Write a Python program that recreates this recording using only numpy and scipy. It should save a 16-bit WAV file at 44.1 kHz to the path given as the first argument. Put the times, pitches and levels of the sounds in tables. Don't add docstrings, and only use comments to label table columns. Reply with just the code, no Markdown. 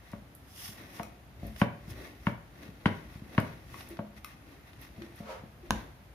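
import sys
import numpy as np
from scipy import signal
from scipy.fft import rfft, irfft
from scipy.io import wavfile
from scipy.ndimage import uniform_filter1d

SR = 44100
rng = np.random.default_rng(int(sys.argv[2]) if len(sys.argv) > 2 else 0)


def master_out(mix):
    frames = np.transpose(np.atleast_2d(mix))
    ceiling = np.clip(frames, -1, 1)
    pcm = np.round(ceiling * 32767).astype(np.int16)
    wavfile.write(sys.argv[1], SR, pcm)


N = 270774

# peak_s, half_length_s, level_db
ROLL_STROKES = [(0.83, .06, -54.5), (0.985, 0.077, -54), (1.47, 0.038, -52), (2.02, 0.086, -49.5),
                (2.64, 0.044, -51), (2.95, 0.095, -53), (3.35, 0.039, -50), (3.47, 0.081, -51.5),
                (3.775, .04, -52.5), (3.92, 0.034, -52), (4.52, 0.054, -57), (4.825, .025, -58.5),
                (5.035, 0.07, -56), (5.665, 0.016, -56.5), (5.795, 0.051, -50)]
PALM_STROKES = [(0.1, 0.044, -67), (0.652, 0.048, -43.5), (0.81, 0.076, -64), (0.967, 0.038, -54.5),
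                (1.606, 0.023, -50.5), (1.909, 0.01, -49.5), (2.05, 0.034, -61), (2.273, 0.035, -61),
                (3.15, 0.043, -64), (3.79, 0.052, -55), (4.178, 0.011, -61.5), (4.31, 0.03, -66),
                (4.685, 0.025, -69), (4.844, 0.034, -60), (5.187, .03, -61.5)]
TRUNDLE_STROKES = [(1.475, 0.046, -43.5), (1.92, .06, -45), (3.19, 0.15, -53.5), (3.73, 0.056, -49)]
# frequency_hz, level_db
RUMBLE_SPECTRUM = [(20, -68), (42, -2.5), (62, 5.5), (85, -2), (120, -0.5), (220, -13), (300, -14.5),
                   (500, -43)]
DRAG_SPECTRUM = [(180, -5.5), (280, 3), (340, 1.5), (450, -6), (580, -5), (700, -9), (1100, -60)]
RUB_SPECTRUM = [(450, -54), (750, -1.5), (1100, 3), (1450, -4), (2000, 0), (2450, -5.5), (2900, -10.5),
                (4200, -10.5), (7000, -22.5)]
HISS_SPECTRUM = [(1800, -18.5), (2700, -2), (3600, -4), (4300, -8), (5500, 1.5), (6500, -6), (7800, -1.5),
                 (9900, 0), (13300, -1.5), (15800, -6.5)]

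# start_s, level_db, contact_ms, pin_ring_db, edge_ring_db
PIN_KNOCKS = [(0.1323, -19, 0.86, 0.5, 11.5), (0.9957, -20.5, 0.59, 7.5, 14), (1.6152, 0, 0.36, -3, -27),
              (2.2681, -4, 0.41, -2, -3), (2.8572, -1.5, 0.24, -4, 1), (3.379, -2, 0.36, -2, -15),
              (3.9898, -16, 0.79, 2.5, 17.5)]
# start_s, level_db, contact_ms, edge_ring_db
SOFT_THUMPS = [(0.22, -28, 2.2, -11), (.689, -23, 4, 19), (1.4305, -22.5, 0.59, 17), (1.449, -30, 0.46, 20),
               (1.878, -18.5, 3.9, -7), (2.688, -23.5, 2, 4), (3.155, -17, 5.1, 17),
               (3.219, -22.5, 1.9, 10), (4.978, -23.5, 2.7, 22.5), (5.203, -22, 1.2, 19),
               (5.435, -25.5, 1.2, 14.5), (5.7172, -12, 2.05, -17), (5.7386, -22, 2, 16)]
# start_s, level_db, centre_hz, spread_octaves, left_minus_right_db
BANGLE_TICKS = [(0.117, -46.5, 6040, 0.87, -3), (0.35, -37, 11500, 0.43, 5), (1.032, -38, 4970, 2.2, 4.5),
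                (1.4676, -43.5, 13400, 0.53, -1), (3.401, -35, 8700, 0.78, 5), (3.743, -38.5, 1400, 1.2, 5),
                (3.888, -39, 12600, 0.7, 5), (3.904, -42, 13500, 0.29, 7), (4.2456, -34, 5000, 3.5, 1),
                (4.815, -40.5, 13900, 0.54, -1), (5.16, -46, 10600, .3, -1)]
# start_s, pitch_hz, level_db
SHORT_TONES = [(.998, 690, -40.5), (1.459, 215, -35), (3.905, 341, -36.5), (4.5, 282, -47),
               (4.98, 221, -34.5), (5.015, 341, -36.5), (5.288, 620, -39), (5.293, 950, -40),
               (5.632, 351, -41)]
# start_s, level_db
DRY_SNAPS = [(1.562, -54), (3.196, -66), (3.808, -51), (3.97, -57), (4.732, -60.5), (5.02, -53)]

# pitch_hz, t60_s, left_db, right_db
PIN_MODES = [(575, 0.048, -25, -31), (945, 0.044, -14, -20), (1120, 0.031, -12.5, -17),
             (1270, .015, -23, -15.5), (1430, 0.02, -15.5, -14), (1617, 0.022, -17.5, -16.5),
             (1847, 0.013, -11.5, -15.5), (2230, 0.02, -11.5, -16), (2610, 0.011, -15.5, -15.5),
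             (3020, 0.02, -12.5, -19), (3630, 0.018, -32.5, -29)]
BOARD_MODES = [(163.6, 0.04, -7.5, -8), (251, 0.019, -7, -9), (117, 0.24, -27, -33.5),
               (335, 0.27, -45.5, -46)]
EDGE_MODES = [(168, 0.4, -57, -51), (209.6, 0.56, -43, -44), (576, 0.11, -36, -42), (672, 0.16, -35.5, -41)]
COUNTER_MODES = [(53.4, 0.67, -33.5, -38), (69.3, 0.34, -28.5, -33), (219, 0.25, -32, -33.5),
                 (256, 0.064, -30, -26), (360, 0.23, -33, -63), (870, 0.027, -42, -35),
                 (1023, 0.018, -15.5, -19), (1210, 0.013, -45, -21), (1560, 0.019, -20.5, -23),
                 (2270, 0.0057, -18.5, -47), (2860, 0.0075, -21.5, -34), (3750, 0.0034, -49, -16),
                 (6140, 0.0017, -12, -13.5), (10600, 0.0023, -50, -16)]
BANGLE_MODES = [(1156, 0.022, 0, -4), (1480, 0.011, -5, -23), (2060, 0.041, -10.5, -21),
                (2484, 0.062, -11, -29), (5110, 0.049, -18.5, -17.5), (7500, 0.034, -42, -52.5),
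                (9000, 0.089, -31, -16), (10350, 0.013, -12, -11), (11920, 0.044, -21.5, -8.5),
                (11800, .025, -26, -24), (13900, 0.022, -27, -8), (14000, 0.025, -28, -32)]
# pitch_hz, bandwidth_hz, level_db
SLIDE_RESONANCES = [(523, 34, 14), (620, 67, -9), (717, 24, 11), (920, 170, 4), (1170, 290, 3),
                    (1940, 130, -11), (3900, 670, -58)]

# frequency_hz, level_db
WOOD_SPECTRUM = [(300, -19.5), (600, 3), (1000, -2), (1700, -2.5), (2500, -4), (4000, -7), (7000, -15.5),
                 (11000, -6), (15000, -25.5)]
SNAP_SPECTRUM = [(500, 7.5), (1500, 11.5), (3000, 11.5), (5500, 7), (9000, 2), (15000, -12)]
TAIL_SPECTRUM = [(50, -27), (100, -5), (180, -11), (290, -4), (420, 0), (650, -4), (1000, -7.5), (1600, -6),
                 (3000, -7.5), (6000, -8.5), (14000, -7.5)]
ROOM_NOISE_SPECTRUM = [(15, -35), (25, -43.5), (55, 3), (113, -9.5), (269, -3.5), (461, -10.5), (729, -8),
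                       (1010, -13), (2090, -16), (5820, -29), (8050, -30), (9460, -28.5), (12100, -26.5),
                       (14600, -30), (15800, -43)]
# frequency_hz, t60_s
ROOM_DECAY = [(100, 0.67), (260, 0.31), (700, 0.46), (1800, 0.45), (4800, 0.37), (12000, 0.22)]
# delay_s, gain
REFLECTIONS = [(0.0098, 0.15), (0.0153, 0.022)]
# frequency_hz, correlation
COHERENCE = [(60, 0.95), (200, 0.95), (500, 0.7), (1000, 0.022), (2000, 0.066), (6000, 0), (15000, 0)]


def rolling(lean_db=-55):
    roll, swipe = swells(ROLL_STROKES), swells(PALM_STROKES)
    t = np.arange(0, N / SR, .002)
    grip_db = 1.84 * unit(uniform_filter1d(rng.standard_normal(len(t)), size=5))
    grip = gain_curve(t, grip_db)
    palm = swells([(s, half_s, -56 + 0.27 * (db + 55.5)) for s, half_s, db in PALM_STROKES])
    rub_gain = np.hypot(amp(-4.5) * roll, palm)
    hiss_gain = np.hypot(amp(-12) * roll, swipe)
    weight = np.sqrt(amp(lean_db) ** 2 + swells(TRUNDLE_STROKES) ** 2 + (amp(-14) * roll) ** 2)
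    sticky = rub_gain * dough_crackle()
    rumble = weight * unit(colour(diffuse_noise(N), RUMBLE_SPECTRUM))
    drag = roll * unit(colour(friction(slips_per_s=76, slip_db=10), DRAG_SPECTRUM))
    coarse = multipath(friction(slips_per_s=350, slip_db=41), depth=1.0, decay_s=0.0023)
    rub = rub_gain * grip * unit(colour(coarse, RUB_SPECTRUM))
    fine = multipath(friction(slips_per_s=620, slip_db=14), depth=0.74, decay_s=0.0048)
    hiss = hiss_gain * grip ** 0.48 * unit(colour(fine, HISS_SPECTRUM))
    return (rumble + drag + rub + sticky) * amp([[.8], [-.8]]) + hiss * amp([[-.8], [.8]])


def knocks(bend_delay_s=0.00263, right_delay_s=0.0001):
    out = np.zeros((2, N))
    for s, db, contact_ms, pin_db, edge_db in PIN_KNOCKS:
        pin = ring(PIN_MODES, alternate=True, scatter=0.017) + wood_burst(db=-18, t60_s=0.098)
        knock = strike(pin, db + pin_db, contact_ms)
        knock[1] = np.roll(knock[1], round(right_delay_s * SR))
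        add(out, s, knock)
        board = ring(BOARD_MODES, alternate=True, scatter=0.043)
        edge = amp(edge_db) * ring(EDGE_MODES, scatter=0.0022)
        add(out, s + bend_delay_s, -strike(board + edge, db, contact_ms))
    for s, db, contact_ms, edge_db in SOFT_THUMPS:
        board = ring(BOARD_MODES, alternate=True, scatter=0.041)
        edge = amp(edge_db) * ring(EDGE_MODES, scatter=0.022)
        add(out, s, -strike(board + edge, db, contact_ms))
    return low_cut(out, hz=52)


def clack(start_s=5.7072):
    out = np.zeros((2, N))
    counter = ring(COUNTER_MODES) + wood_burst(db=-27, t60_s=.02)
    add(out, start_s, -strike(counter, db=0, contact_ms=.05))
    return low_cut(out, hz=42.2)


def slide(start_s=5.22, peak_s=5.312, rise_db_per_s=161, fall_db_per_s=220):
    hz, t = np.fft.rfftfreq(N, 1 / SR), np.arange(N) / SR
    body = sum(amp(db) / (1 + 1j * (hz / pitch - pitch / (hz + 1)) * pitch / width)
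               for pitch, width, db in SLIDE_RESONANCES)
    below_peak_db = np.maximum(rise_db_per_s * (peak_s - t), fall_db_per_s * (t - peak_s))
    envelope = amp(-45.5 - below_peak_db) * (t > start_s)
    return envelope * unit(irfft(rfft(friction(slips_per_s=170, slip_db=4)) * body, N))


def bangles(snap_db=-4, snap_s=0.0019):
    out, t = np.zeros((2, N)), np.arange(SR // 2) / SR
    hz = np.fft.rfftfreq(len(t), 1 / SR) + 1
    for s, db, centre_hz, octaves, pan_db in BANGLE_TICKS:
        snap = amp(snap_db) * rng.standard_normal((2, len(t))) * np.exp(-t / snap_s)
        ringing = ring(BANGLE_MODES, alternate=True, scatter=0.0384)
        band = np.exp(-(np.log2(hz / centre_hz) / octaves) ** 2 / 2)
        tick = irfft(rfft(snap + ringing) * band, len(t))[:, :len(t) // 2]
        add(out, s, amp(db) * amp([[pan_db / 2], [-pan_db / 2]]) * tick)
    return out * amp(1.5)


def tones_and_snaps(rise_s=0.0036, t60_s=0.15):
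    out, t = np.zeros((2, N)), np.arange(SR) / SR
    envelope = (1 - np.exp(-t / rise_s)) * decay(t, t60_s)
    for s, hz, db in SHORT_TONES:
        add(out, s, amp(db) * amp([[1], [-1]]) * envelope * np.sin(2 * np.pi * hz * t))
    for s, db in DRY_SNAPS:
        add(out, s, colour(wood_burst(db, t60_s=0.033), SNAP_SPECTRUM))
    return out


def dough_crackle(snaps_per_s=52, spread_db=5):
    sizes = amp(spread_db * np.minimum(rng.standard_normal(N), 2))
    impulses = sizes * (rng.random(N) < snaps_per_s / SR)
    snap = colour(wood_burst(db=-12, t60_s=.014), SNAP_SPECTRUM)
    return signal.oaconvolve(impulses[None], snap, axes=1)[:, :N]


def finger_pats(pats_per_s=3, until_s=5.3):
    out = np.zeros((2, N))
    for when, force in rng.random((round(pats_per_s * until_s), 2)):
        board = ring(BOARD_MODES, alternate=True, scatter=.04)
        add(out, when * until_s, force * strike(board, db=-34, contact_ms=1.7))
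    return low_cut(out, hz=60)


def reverberation(x, dull_hz=3000):
    t = np.arange(SR * 3 // 4) / SR
    hz, frame_s, bands = signal.stft(diffuse_noise(len(t)), SR, nperseg=256)
    t60_s = lookup(ROOM_DECAY, hz)[:, None]
    equal_energy = np.sqrt(2 * np.log(1000) / (t60_s * SR))
    bands = bands * decay(frame_s, t60_s) * equal_energy
    tail = colour(signal.istft(bands, SR, nperseg=256)[1][:, :len(t)], TAIL_SPECTRUM)
    tail *= np.clip((t - .004) / 0.0086, 0, 1) * (t < t[-1] - .1)
    early = np.zeros(len(t))
    for delay_s, gain in REFLECTIONS:
        early[round(delay_s * SR)] = gain
    early = signal.lfilter(*signal.butter(1, dull_hz, fs=SR), early)
    return signal.fftconvolve(x, tail + early, axes=1)[:, :N]


def room_noise():
    return amp(-59) * unit(colour(diffuse_noise(N), ROOM_NOISE_SPECTRUM))


def swells(strokes, fall_to_rise=0.89, shape=1.29):
    t, power = np.arange(0, N / SR, .002), 1e-12
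    for peak_s, half_s, db in strokes:
        width_s = half_s * np.where(t > peak_s, fall_to_rise, 1)
        power = power + amp(db) ** 2 * np.exp(-abs((t - peak_s) / width_s) ** shape)
    return gain_curve(t, 10 * np.log10(power))


def friction(slips_per_s, slip_db):
    large_slips = amp(slip_db * rng.random(N)) * (rng.random(N) < slips_per_s / SR)
    return diffuse(rng.standard_normal((2, N)) * (1 + np.minimum(large_slips, 5)))


def multipath(x, depth, decay_s):
    t = np.arange(SR // 100) / SR
    paths = rng.standard_normal(len(t)) * np.exp(-t / decay_s)
    paths *= depth / np.linalg.norm(paths)
    paths[0] = 1
    return signal.oaconvolve(x, paths[None], axes=1)[:, :N]


def ring(modes, alternate=False, scatter=0.):
    t = np.arange(SR // 2) / SR
    out = np.zeros((2, len(t)))
    for k, (hz, t60_s, left_db, right_db) in enumerate(modes):
        pitch_hz = hz * (1 + scatter * rng.standard_normal())
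        swing = np.sin(2 * np.pi * pitch_hz * t) * decay(t, t60_s)
        out += amp([[left_db], [right_db]]) * swing * (-1) ** (k * alternate)
    return out


def strike(body, db, contact_ms):
    rise_s = contact_ms / 1000 / 4
    t = np.arange(SR // 50) / SR
    force = t / rise_s * np.exp(-t / rise_s)
    return amp(db) * signal.fftconvolve(body, force[None] / force.sum(), axes=1)


def wood_burst(db, t60_s):
    t = np.arange(SR // 2) / SR
    return amp(db) * unit(colour(diffuse_noise(len(t)), WOOD_SPECTRUM)) * decay(t, t60_s)


def low_cut(x, hz):
    return signal.sosfilt(signal.butter(2, hz, "highpass", fs=SR, output="sos"), x)


def diffuse(x):
    left, other = rfft(x)
    coherence = lookup(COHERENCE, np.fft.rfftfreq(x.shape[1], 1 / SR))
    right = coherence * left + np.sqrt(1 - coherence ** 2) * other
    return irfft(np.array([left, right]), x.shape[1])


def diffuse_noise(samples):
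    return diffuse(rng.standard_normal((2, samples)))


def colour(x, spectrum):
    hz = np.fft.rfftfreq(x.shape[-1], 1 / SR)
    return irfft(rfft(x) * amp(lookup(spectrum, hz)), x.shape[-1])


def lookup(points, hz):
    point_hz, value = np.transpose(points)
    return np.interp(np.log(hz + 1), np.log(point_hz + 1), value)


def add(mix, start_s, sound):
    part = mix[:, round(start_s * SR):][:, :sound.shape[1]]
    part += sound[:, :part.shape[1]]


def gain_curve(times_s, db):
    return amp(np.interp(np.arange(N) / SR, times_s, db))


def decay(t, t60_s):
    return np.exp(-np.log(1000) * t / t60_s)


def amp(db):
    return 10 ** (np.asarray(db) / 20)


def unit(x):
    return x / np.sqrt(np.mean(x ** 2) + 1e-20)


def scene():
    wood = knocks() + finger_pats()
    laid, ticks, slid, small = clack(), bangles(), slide(), tones_and_snaps()
    room = reverberation(wood + amp(-0.5) * laid + amp(4) * ticks + amp(8) * slid + amp(0.5) * small)
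    return wood + laid + ticks + amp(0.5) * slid + small + room + rolling() + room_noise()


def record(dry, band_limit_hz=15550):
    # frequency_hz, gain_db
    response = [(22, -8), (34, -26), (50, -0.5), (6300, 2), (7300, -1.5),
                (8000, -6), (8800, -2), (9500, 0), (9716, 3), (9950, 0)]
    low_pass = signal.firwin(511, band_limit_hz, window=("kaiser", 9), fs=SR)
    return signal.oaconvolve(colour(dry, response), low_pass[None], "same")


dry = scene()
out = record(dry)
master_out(out)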